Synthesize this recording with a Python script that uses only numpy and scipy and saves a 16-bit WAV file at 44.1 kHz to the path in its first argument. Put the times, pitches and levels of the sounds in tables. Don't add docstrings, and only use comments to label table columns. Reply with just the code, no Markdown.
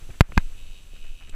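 import sys
import numpy as np
from scipy import signal
from scipy.fft import rfft, irfft
from scipy.io import wavfile

SR = 44100
rng = np.random.default_rng(int(sys.argv[2]) if len(sys.argv) > 2 else 0)


def wav_record(signal):
    frames = np.transpose(np.atleast_2d(signal))
    bounded = np.clip(frames, -1, 1)
    quanta = np.round(bounded * 32767).astype(np.int16)
    wavfile.write(sys.argv[1], SR, quanta)


N = 59535
TIME = np.arange(N) / SR


def amp(db):
    return 10 ** (np.asarray(db) / 20)


def unit_rms(x):
    return x / np.sqrt(np.mean(x ** 2) + 1e-20)


def curve(points):
    return np.interp(TIME, *np.transpose(points))


def since(start):
    return np.maximum(TIME - start, 0)


def equalised(x, points, fft_size):
    hz, db = np.transpose(points)
    bins_hz = np.fft.rfftfreq(fft_size, 1 / SR)
    gain = amp(np.interp(np.log(bins_hz + 1), np.log(hz + 1), db))
    return irfft(rfft(x, fft_size) * gain, fft_size)[:N]


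def noise(spectrum):
    return unit_rms(equalised(rng.standard_normal(N), spectrum, N))


def smooth(x, seconds):
    pole = np.exp(-1 / (seconds * SR))
    return signal.lfilter([1 - pole], [1, -pole], x)


def ring(modes, t):
    return sum(amp(db - 60 * t / t60) * np.sin(2 * np.pi * hz * t) for hz, db, t60 in modes)


def burst(start, db, decay):
    age = since(start) / decay
    return 2 * amp(db) * (1 - np.exp(-2 * age)) * np.exp(-age)


def knocks():
    # (time [s], ring level [dB], push level [dB],
    # push frequency [Hz], push decay [s], suction level [dB], crack level [dB])
    impacts = [(0.2085, 2.5, 13, 111.4, 0.0027, -0.5, -7), (0.2114, -20, 1, 77, 0.00095, -3, -28.5),
               (0.3775, -0.43, 0.44, 159, 0.0021, -7.5, -30.5)]
    # (frequency [Hz], level [dB], 60 dB decay time [s])
    mount_modes = [(960, -6.5, .0105), (1190, -10, .009), (1612, -6, 0.014), (2088, -12.5, 0.018),
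                   (2447, -10, 0.013), (2824, -21.5, .009), (3390, -29.5, 0.02), (4380, -27, 0.012),
                   (4930, -27, .011), (6180, -17, 0.012), (7090, -17.5, 0.0095)]
    contact_s, suction_s = 0.00004, 0.00036
    crack_decay_s, crack_cutoff_hz = 0.0017, 4430
    out = np.zeros(N)
    for start, ring_db, push_db, push_hz, push_decay, suction_db, crack_db in impacts:
        t = since(start)
        suction_progress = np.minimum(since(start - suction_s) / suction_s, 1)
        suction = amp(suction_db) * np.sin(np.pi * suction_progress ** 2)
        push = amp(push_db) * np.sin(2 * np.pi * push_hz * t) * np.exp(-t / push_decay)
        ringing = amp(ring_db) * ring(mount_modes, t)
        crack_noise = unit_rms(smooth(rng.standard_normal(N), 1 / (2 * np.pi * crack_cutoff_hz)))
        crack = crack_noise * burst(start, crack_db, crack_decay_s)
        out += smooth(push + ringing - suction, contact_s) + crack
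    return out


def shoves():
    # (time [s], peak level [dB], rise time [s])
    pulses = [(0.021, -36, 0.0041), (0.1003, -29, 0.0025), (0.292, -24.5, 0.0078), (0.371, -6.5, 0.003926)]
    out = np.zeros(N)
    for start, db, rise in pulses:
        age = since(start) / rise
        out += amp(db) * (age * np.exp(1 - age)) ** 4
    return out


def rattles():
    # (time [s], level [dB], decay [s])
    clatter_hits = [(0.012, -57, .015), (0.101, -47, .007), (0.134, -53, .012), (0.222, -45, .025),
                    (0.3198, -36.5, .0022), (0.393, -47, .012), (0.519, -57, .008), (0.959, -55, .008),
                    (1.039, -53, .014), (1.203, -52, .022), (1.270, -54, .012), (1.323, -53, .02),
                    (1.337, -52, .015)]
    # (time [s],
    # level [dB], decay [s])
    bump_hits = [(0.089, -40.5, 0.0083), (0.284, -44, 0.015), (0.3202, -39.5, 0.0048),
                 (0.931, -49.5, 0.0059)]
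    # (time [s], level [dB], decay [s])
    clink_hit = (1.2938, -38.5, 0.0033)
    # (frequency [Hz], relative level [dB])
    clatter_spectrum = [(100, 1.5), (700, -3), (1100, -2.5), (1650, 1), (2400, -2.5), (4000, -22),
                        (16000, -58.5)]
    bump_spectrum = [(40, -8), (110, 7), (450, -7), (800, -12.5), (3000, -42)]
    clink_spectrum = [(100, 17), (2000, -18), (2650, 13), (3400, -3.5), (4500, -2), (6500, -0.5), (7900, 1),
                      (10000, -4), (16000, -29)]
    clatter = noise(clatter_spectrum) * sum(burst(*hit) for hit in clatter_hits)
    bumps = noise(bump_spectrum) * sum(burst(*hit) for hit in bump_hits)
    clink = noise(clink_spectrum) * burst(*clink_hit)
    return clatter + bumps + clink


def freewheel():
    # (time [s], rate [teeth/s])
    tooth_rate = [(.79, 91.6), (.85, 83), (1, 81), (1.07, 75), (1.14, 86), (1.3, 79)]
    # (time [s], level [dB])
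    tick_level = [(0, -69), (.3, -72), (.36, -51.5), (.5, -73.5), (.58, -57), (.79, -56.5), (.81, -62),
                  (.91, -66), (.94, -55.5), (1.06, -53), (1.16, -57), (1.22, -54.5), (1.35, -58.5)]
    # (frequency [Hz], relative level [dB], 60 dB decay time [s])
    hub_modes = [(2595, 1, .029), (2760, -1, .025), (2915, 2.5, .022), (3520, -10, .018), (3770, -1, .025),
                 (4190, -9, .02), (4410, -8, .02), (5000, -8, .016), (5950, -6, .012), (6300, -9, .011),
                 (6650, -8, .011), (7350, -7, .008), (7780, -2, .010)]
    # (time [s], gain [dB])
    overtone_gain = [(.62, -1), (.78, 2), (.95, -3), (1.08, -5)]
    rise_s, jitter_s, tick_spread_db, mode_spread_db = 0.0006, 0.00025, 1.5, 2
    teeth_passed = np.cumsum(curve(tooth_rate)) / SR
    is_overtone = np.array(hub_modes)[:, 0] > 3300
    overtone_db = curve(overtone_gain)
    t = TIME[:SR // 20]
    attack = (1 - np.exp(-t / rise_s)) ** 2
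    mode_rings = np.array([attack * ring([mode], t) for mode in hub_modes])
    out = np.zeros(N + SR)
    for lag_teeth, pawl_db in ((0, 0), (0.4, -16)):
        for slip in np.flatnonzero(np.diff(np.floor(teeth_passed - lag_teeth))):
            lateness, strength = rng.standard_normal(2)
            scatter_db = mode_spread_db * rng.standard_normal(len(hub_modes))
            tick = amp(is_overtone * overtone_db[slip] + scatter_db) @ mode_rings
            onset = max(slip + int(lateness * jitter_s * SR), 0)
            out[onset:onset + len(t)] += amp(pawl_db + tick_spread_db * strength) * tick
    return unit_rms(out[:N]) * amp(curve(tick_level))


def tyres():
    # (frequency [Hz], relative spectral density [dB])
    spectrum = [(40, 16), (90, 12), (200, 0), (400, -3), (900, -10), (1550, -8.5), (1950, -10.5),
                (2800, -5), (4100, -10), (5300, -11.5), (6200, -3), (6900, -9), (7800, -3.5), (8500, -11.5),
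                (10000, -3), (12000, -19.5), (15000, -14.5), (16000, -56.5)]
    # (time [s], level [dB])
    level = [(0, -49), (.2, -49.5), (.4, -50), (.5, -49.5), (.65, -51), (.87, -52.5), (.96, -52),
             (1.15, -53), (1.35, -55)]
    cracks_per_s, spread_db, grit_to_hiss = 1500, 3, 0.4
    cracks = rng.random(N) < cracks_per_s / SR
    sizes = amp(spread_db * np.minimum(rng.exponential(1, N), 4))
    grit = cracks * sizes * rng.choice([-1, 1], N)
    contact = rng.standard_normal(N) + grit_to_hiss * unit_rms(grit)
    return unit_rms(equalised(contact, spectrum, N)) * amp(curve(level))


def buffet():
    # (frequency [Hz], relative spectral density [dB])
    spectrum = [(2, -29.5), (9, -5), (16, -1), (24, -14.5), (40, -29), (70, -36.5), (130, -51.5),
                (300, -65.5), (1000, -100)]
    # (time [s], level [dB])
    level = [(0, -26), (.25, -37.5), (.45, -25), (.85, -33), (1.1, -29.5), (1.21, -34), (1.35, -17.5)]
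    onset_s = 0.015
    fade_in = 1 - np.exp(-(TIME / onset_s) ** 2)
    return noise(spectrum) * amp(curve(level)) * fade_in


def scene():
    return (knocks() + shoves() + rattles() + freewheel() + tyres() + buffet())[None]


def record(dry):
    # (frequency [Hz], gain [dB])
    overload_colour = [(2500, 0.5), (4100, 0.5), (6500, -5), (8200, -2.5), (9900, -10), (11700, -1),
                       (14000, 0), (16000, -13)]
    detector_s, attack_s, recovery_db_per_s, duck_db_per_db = 0.00031, 0.0034, 110.5, 1.775
    knee, bass_cut_hz, bass_cut_q, band_edge_hz = 12, 15.14, 0.76, 15800
    pressure = dry[0]
    power = smooth(pressure ** 2, detector_s)
    excess_db = np.maximum(10 * np.log10(power + 1e-12), 0)
    recovery_db = TIME * recovery_db_per_s
    duck_db = np.maximum.accumulate(duck_db_per_db * excess_db + recovery_db) - recovery_db
    ducked = pressure * amp(-smooth(duck_db, attack_s))
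    clipped = ducked / (1 + abs(ducked) ** knee) ** (1 / knee)
    omega = 2 * np.pi * bass_cut_hz
    high_pass = signal.bilinear([1, 0, 0], [1, omega / bass_cut_q, omega ** 2], SR)
    coloured = equalised(signal.lfilter(*high_pass, clipped), overload_colour, 2 * N)
    low_pass = signal.firwin(255, band_edge_hz, window=("kaiser", 8), fs=SR)
    return signal.oaconvolve(coloured, low_pass, "same")[None]


dry = scene()
out = record(dry)
wav_record(out)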